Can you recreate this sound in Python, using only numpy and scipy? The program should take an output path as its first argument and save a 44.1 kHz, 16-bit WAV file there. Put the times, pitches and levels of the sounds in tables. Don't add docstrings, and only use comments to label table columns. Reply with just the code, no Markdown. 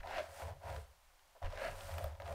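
import sys
import numpy as np
from scipy import signal
from scipy.fft import rfft, irfft
from scipy.io import wavfile
from scipy.ndimage import uniform_filter1d

SR = 44100
rng = np.random.default_rng(int(sys.argv[2]) if len(sys.argv) > 2 else 0)


def decibels_to_gain(level_db):
    exponent = np.asarray(level_db, float) / 20
    return 10 ** exponent


def waveform_to_disk(signal):
    frames = np.transpose(np.atleast_2d(signal))
    scaled = np.clip(frames, -1, 1) * 32767
    samples = np.round(scaled).astype(np.int16)
    wavfile.write(sys.argv[1], SR, samples)


N = 103414


def evened(x):
    return x / np.sqrt(np.mean(x ** 2) + 1e-20)


def smoothed(x, n):
    return uniform_filter1d(uniform_filter1d(x, n), n)


def levelled(x, over_s):
    return x / np.sqrt(smoothed(x ** 2, round(over_s * SR)) + 1e-12)


def ring(x, hz, width_hz):
    turn = np.exp(2j * np.pi * np.cumsum(hz * np.ones(len(x))) / SR)
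    r = np.exp(-np.pi * width_hz / SR)
    return 2 * (turn * signal.lfilter([1 - r], [1, -r], x / turn)).real


def body(x, modes):
    out = np.zeros(len(x))
    for k, (hz, width_hz, db) in enumerate(modes):
        out += (-1) ** k * decibels_to_gain(db) * ring(x, hz, width_hz)
    return out


def coloured(x, points):
    hz, db = np.transpose(points)
    f = np.fft.rfftfreq(N, 1 / SR)
    gain_db = np.interp(np.log(f + 1), np.log(hz + 1), db)
    return irfft(rfft(x) * decibels_to_gain(gain_db), N)


def grains(per_s, spread_db, smooth):
    hit = rng.random(N) < per_s / SR
    size = decibels_to_gain(spread_db * np.minimum(rng.exponential(1, N), 3))
    clicks = hit * rng.standard_normal(N) * size
    return evened(clicks) + smooth * rng.standard_normal(N)


def flicker(width_s, depth_db):
    n = max(int(width_s * SR), 1)
    return decibels_to_gain(depth_db * evened(smoothed(rng.standard_normal(N), n)))


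def arches(rows, peak, sharp):
    t, out = np.arange(N) / SR, np.zeros(N)
    bend = np.log(.5) / np.log(np.clip(peak, .05, .95))
    for start_s, length_s, level_db in rows:
        u = np.clip((t - start_s) / length_s, 0, 1) ** bend
        out += decibels_to_gain(level_db) * np.sin(np.pi * u).clip(0) ** sharp
    return out


def sung(rows, width_hz, over_s):
    start_s, length_s, _, pitch_hz = np.transpose(rows)
    hz = np.interp(np.arange(N) / SR, start_s + length_s / 2, pitch_hz)
    tone = ring(ring(rng.standard_normal(N), hz, width_hz), hz, width_hz)
    return levelled(tone, over_s)


# pitch_hz [Hz], level_db [dB per Hz]
ROOM_COLOUR = [(12, -14), (20, -11.5), (38, -18.5), (176, -34.5), (208, -39.5), (417, -30.5), (886, -27),
               (1080, -31), (15600, -44.5)]


def room_tone():
    x = coloured(rng.standard_normal(N), ROOM_COLOUR)
    high = signal.sosfilt(signal.butter(4, 500, "high", fs=SR, output="sos"), x)
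    return decibels_to_gain(-70) * x / np.std(high)


# start_s [s], length_s [s], level_db [dB]
RAKE_STROKES = [
    (.0, 0.22, -47),
    (-.03, 0.045, -57),
    (.027, 0.0097, -51),
    (.6, 0.14, -59),
    (1.41, 0.068, -53.5),
    (1.49, 0.21, -46),
    (1.64, 0.1, -54),
    (2.198, 0.0047, -48),
    (2.5, .03, -61),
    (2.21, 0.087, -59.5),
]
# pitch_hz [Hz], width_hz [Hz], level_db [dB]
PADDLE_MODES = [(388, 150, -1.5), (1392, 108, -1), (1655, 59, 5), (1796, 80, 0), (1974, 204, -2),
                (2710, 480, -7), (4190, 630, -18)]


def paddle_rake():
    rake = levelled(body(grains(2500, 3.0, 1.07), PADDLE_MODES), 0.011)
    return rake * arches(RAKE_STROKES, 0.78, 0.89)


# time_s [s], level_db [dB]
PRESSURE_PASSES = [
    [(0, -66), (.03, -59), (.042, -47), (.16, -47), (.212, -56), (.225, -56), (.3, -54), (.34, -64)],
    [(.29, -85), (.33, -56.5), (.43, -44.5), (.47, -50.5), (.5, -46.5), (.59, -71.5)],
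    [(.58, -73), (.63, -50.5), (.69, -43), (.76, -47.5), (.81, -61), (.95, -77)],
    [(1.352, -57.5), (1.365, -57.5), (1.4, -80)],
    [(1.421, -49), (1.45, -44.5), (1.47, -48.5), (1.51, -75)],
    [(1.5, -56), (1.535, -48.5), (1.56, -51.5), (1.62, -44), (1.69, -46), (1.74, -63.5), (1.8, -68)],
    [(1.72, -56.5), (1.8, -53.5), (1.86, -53.5), (1.9, -50), (2.05, -46), (2.11, -56), (2.19, -61)],
    [(2.2, -48), (2.25, -54.5), (2.272, -46.5), (2.325, -45.5), (2.36, -56)],
]
# time_s [s], pitch_hz [Hz]
CONTACT_PITCH = [(0, 820), (.13, 800), (.18, 640), (.45, 563), (.68, 740), (.78, 470), (1.42, 650),
                 (1.55, 496), (1.67, 620), (2.0, 590), (2.3, 560)]
# pitch_hz [Hz], width_hz [Hz], level_db [dB]
HEAD_MODES = [(537.3, 42, -1), (678, 40, 0), (751, 87, -3.5), (1007.7, 52, -8), (454, 62, -5),
              (1306, 1030, -17)]


def hollow_head():
    t = np.arange(N) / SR
    press = np.zeros(N)
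    for curve in PRESSURE_PASSES:
        time_s, level_db = np.transpose(curve)
        press += decibels_to_gain(np.interp(t, time_s, level_db, left=-120, right=-120))
    hollow = body(grains(1500, 2.06, 0.47), HEAD_MODES)
    contact_hz = np.interp(t, *np.transpose(CONTACT_PITCH))
    hollow = hollow + decibels_to_gain(-5) * ring(hollow, contact_hz, width_hz=190)
    return levelled(hollow, 0.017) * press * decibels_to_gain(-2.5)


# start_s [s], level_db [dB], pitch_hz [Hz], fade_s [s to fall 60 dB]
TABLE_JOLTS = [
    (.0, -39, 31, 0.043),
    (1.441, -37.5, 27.4, 0.17),
    (1.95, -56, 35.5, 0.27),
    (2.041, -46.5, 28, 0.19),
]


def table_jolts():
    t, out = np.arange(N) / SR, np.zeros(N)
    for start_s, level_db, pitch_hz, fade_s in TABLE_JOLTS:
        u = np.maximum(t - start_s, 0)
        out += decibels_to_gain(level_db - 60 * u / fade_s) * np.sin(2 * np.pi * pitch_hz * u) * 2
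    return out


# start_s [s], length_s [s], level_db [dB]
TABLE_CREEPS = [
    (0, 0.19, -53.5),
    (.5, 0.4, -64),
    (1.45, 0.47, -53),
    (1.9, 0.6, -64),
]


def table_rumble():
    rumble = ring(ring(rng.standard_normal(N), 30, 13), 30, 13)
    return levelled(rumble, 0.4) * arches(TABLE_CREEPS, 0.33, 0.29)


# start_s [s], crack_db [dB], knock_db [dB], sparkle_db [dB]
SNAG_HITS = [(0.004, -52, -60, -77), (0.072, -46.5, -39, -77), (0.1105, -59, -49, -71),
             (0.1311, -46.5, -38, -77), (0.143, -52, -50, -68), (0.155, -51, -46, -75),
             (0.164, -45, -47, -68), (0.171, -41, -55, -66), (0.181, -38, -47, -68),
             (0.188, -42.5, -50, -70), (0.193, -42, -54, -72), (0.200, -48, -42, -70),
             (1.5742, -43, -35, -73), (1.648, -42.5, -55, -66), (1.677, -43, -61, -75),
             (1.964, -61, -52, -70), (2.263, -49, -49, -70), (2.295, -52.5, -55, -70),
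             (0.4084, -53, -34, -67), (0.4191, -45.5, -30.5, -60), (0.4804, -54, -32.5, -69),
             (0.634, -58, -50, -78), (0.6998, -46, -57, -81), (0.7622, -43, -65, -68),
             (1.1922, -58, -79, -76), (1.4267, -48.5, -31.5, -81), (1.4453, -49, -57, -92),
             (1.4576, -45.5, -65, -82), (1.5245, -45, -54, -78), (1.8075, -43, -39, -66),
             (1.8911, -49, -33, -61), (1.9165, -45, -46, -59), (1.939, -45.5, -75, -56),
             (1.9814, -37.5, -31, -48.5), (1.9914, -48, -45, -59), (2.0413, -42.5, -46, -46.5),
             (2.151, -57, -77, -76.5), (2.2013, -50.5, -39, -65), (2.2189, -46, -35.5, -67),
             (2.2578, -49, -47, -73), (2.2759, -48.5, -47, -66), (2.3246, -46, -59, -66)]
# pitch_hz [Hz], width_hz [Hz], level_db [dB]
CRACK_MODES = [(1260, 460, 3), (3360, 890, 1), (4400, 4100, -6)]


def snags():
    length = 220
    t = np.arange(length) / SR
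    push = np.exp(-t / 0.00016)
    crack, knock, sparkle = np.zeros((3, N))
    for start_s, crack_db, knock_db, sparkle_db in SNAG_HITS:
        burst = rng.standard_normal(length)
        crumble = evened(burst * np.exp(-t / 0.0024) * (1 - np.exp(-t / 0.0006)))
        i = round(start_s * SR)
        crack[i:i + length] += decibels_to_gain(crack_db) * crumble
        knock[i:i + length] += decibels_to_gain(knock_db) * push
        sparkle[i:i + length] += decibels_to_gain(sparkle_db) * evened(crumble * np.exp(-t / 0.0012))
    dull = signal.butter(3, 5000, fs=SR, output="sos")
    crack = signal.sosfilt(dull, body(crack, CRACK_MODES))
    sparkle = ring(ring(sparkle, 13300, 4000), 13300, 4000)
    return decibels_to_gain(2.0) * crack + decibels_to_gain(15) * body(knock, HEAD_MODES) + decibels_to_gain(-1) * sparkle


# start_s [s], length_s [s], level_db [dB], pitch_hz [Hz]
STAND_SHUDDERS = [(0.004, .12, -57.5, 79), (.15, 0.13, -60.5, 70.7), (0.275, 0.056, -57, 78),
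                  (0.347, 0.057, -62, 79.4), (0.421, 0.062, -44, 80), (0.489, 0.044, -46.5, 87),
                  (0.545, 0.085, -60, 86), (0.641, 0.034, -46.5, 84.5), (0.692, 0.06, -40, 72.6),
                  (0.764, 0.046, -43.5, 75.1), (.82, 0.062, -58.5, 71), (0.869, .06, -64, 69.5),
                  (0.957, 0.055, -80, 89), (1.417, 0.086, -43.5, 87.7), (1.502, 0.085, -53.5, 83.6),
                  (1.623, 0.15, -57.5, 90.7), (1.752, 0.068, -56, 93), (1.822, 0.074, -52, 85.1),
                  (1.904, 0.091, -42, 84.2), (1.997, 0.087, -41.5, 82.6), (2.065, 0.098, -47, 73),
                  (2.178, 0.046, -51.5, 78.4), (2.232, 0.041, -46.5, 84), (2.285, 0.057, -45.5, 74.5)]


def stand_shudder():
    rows = [r[:3] for r in STAND_SHUDDERS]
    return sung(STAND_SHUDDERS, 6, 0.029) * arches(rows, 0.51, 0.54)


# start_s [s], length_s [s], level_db [dB]
STRAND_SWISHES = [
    (.02, 0.32, -54),
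    (.28, 0.28, -58.5),
    (.61, 0.28, -61),
    (1.41, 0.2, -62),
    (1.5, 0.3, -55),
    (1.72, 0.29, -56),
    (1.88, 0.3, -61),
    (2.19, 0.19, -64.5),
]
# pitch_hz [Hz], level_db [dB per Hz]
SWISH_COLOUR = [(600, -4), (1500, 1), (3000, -7), (5000, -11.5), (7500, -19), (15700, -30)]


def strand_swish():
    swish = evened(coloured(grains(4000, 5.2, 1.04), SWISH_COLOUR))
    return swish * arches(STRAND_SWISHES, 0.44, 1.53)


# start_s [s], length_s [s], level_db [dB]
STAND_BUZZES = [
    (.04, 0.079, -67.5),
    (.41, 0.19, -60.5),
    (.66, 0.16, -60.5),
    (1.42, 0.034, -74),
    (1.63, 0.12, -58.5),
    (1.81, 0.056, -65),
    (1.88, 0.054, -66),
    (1.96, .12, -56.5),
    (2.27, 0.076, -58),
]


def stand_buzz():
    buzz = ring(rng.standard_normal(N), 134.3, width_hz=10)
    return levelled(buzz, 0.01) * arches(STAND_BUZZES, 0.41, 0.48) * decibels_to_gain(0.5)


# start_s [s], length_s [s], level_db [dB], pitch_hz [Hz]
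PAD_JUDDERS = [(0.042, 0.013, -49.5, 745), (0.071, 0.0091, -47, 732), (0.093, 0.0072, -49, 760),
               (0.11, 0.0053, -37.5, 787), (0.128, 0.0046, -46, 788), (0.135, 0.0065, -43, 788),
               (0.159, 0.01, -45.5, 705), (0.165, 0.015, -41.5, 660), (.183, 0.0081, -35, 647),
               (.191, 0.016, -38.5, 606), (0.205, 0.01, -35.5, 564), (.239, 0.0096, -49, 645),
               (0.404, 0.0043, -47, 748), (0.707, 0.0076, -45.5, 565), (0.763, 0.021, -45, 456),
               (1.418, .014, -48, 696), (1.531, .012, -41, 562), (1.576, .014, -49.5, 608),
               (1.596, 0.0093, -40.5, 585), (1.615, 0.013, -39.5, 572.6), (1.648, 0.024, -40, 677),
               (1.684, 0.0152, -42.5, 661), (1.883, 0.017, -48.5, 620), (2.007, 0.01, -38.5, 616),
               (2.041, 0.013, -40, 605), (2.058, 0.019, -45.5, 597), (2.268, 0.008, -47.5, 658),
               (2.281, 0.018, -45, 666), (2.306, 0.012, -50, 555), (2.31, 0.018, -46, 644)]


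def judders():
    rows = [r[:3] for r in PAD_JUDDERS]
    return sung(PAD_JUDDERS, 46.3, 0.0041) * arches(rows, 0.29, 0.82)


# start_s [s], length_s [s], level_db [dB]
HAIR_END_PUFFS = [
    (.1, 0.33, -70),
    (.3, 0.22, -63.5),
    (.62, 0.25, -67),
    (1.55, 0.27, -64),
    (1.74, 0.24, -61.5),
    (1.9, 0.22, -64.5),
    (2.22, 0.25, -67.5),
]
# pitch_hz [Hz], level_db [dB per Hz]
AIR_COLOUR = [(2000, -34), (4500, 0), (7000, -1), (8900, 3.5), (10500, -3.5), (14000, -4.5), (15700, -6)]


def hair_ends():
    air = evened(coloured(grains(5000, 4.9, 1.0), AIR_COLOUR))
    return flicker(0.0086, 1.0) * air * arches(HAIR_END_PUFFS, 0.47, 1.0)


def walls(x):
    t = np.arange(SR // 2) / SR
    echoes = rng.standard_normal(len(t)) * (rng.random(len(t)) < .05)
    tail = echoes * decibels_to_gain(-60 * t / 0.3) * (t > .004)
    return signal.fftconvolve(x, tail / np.linalg.norm(tail))[:N]


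def scene():
    tufts = flicker(0.011, 0.5)
    hair = hollow_head() + tufts * (paddle_rake() + strand_swish()) + hair_ends()
    near = hair + snags()
    singing = judders()
    echo = decibels_to_gain(-11.5) * walls(near + decibels_to_gain(-3.5) * singing)
    stand = stand_shudder() + stand_buzz() + table_rumble() + table_jolts()
    return (near + singing + echo + stand + room_tone())[None]


def low_pass(x):
    return signal.sosfilt(signal.butter(12, 15780, fs=SR, output="sos"), x)


def record(dry):
    notches = [np.concatenate(signal.iirnotch(60 * k, 15.6, SR)) for k in range(1, 9)]
    clean = signal.sosfilt(np.array(notches * 2), dry, axis=1)
    edge = signal.firwin(511, 15750, window=("kaiser", 9), fs=SR)[None]
    mix = signal.oaconvolve(clean, edge, "same")
    return low_pass(mix)


dry = scene()
out = record(dry)
waveform_to_disk(out)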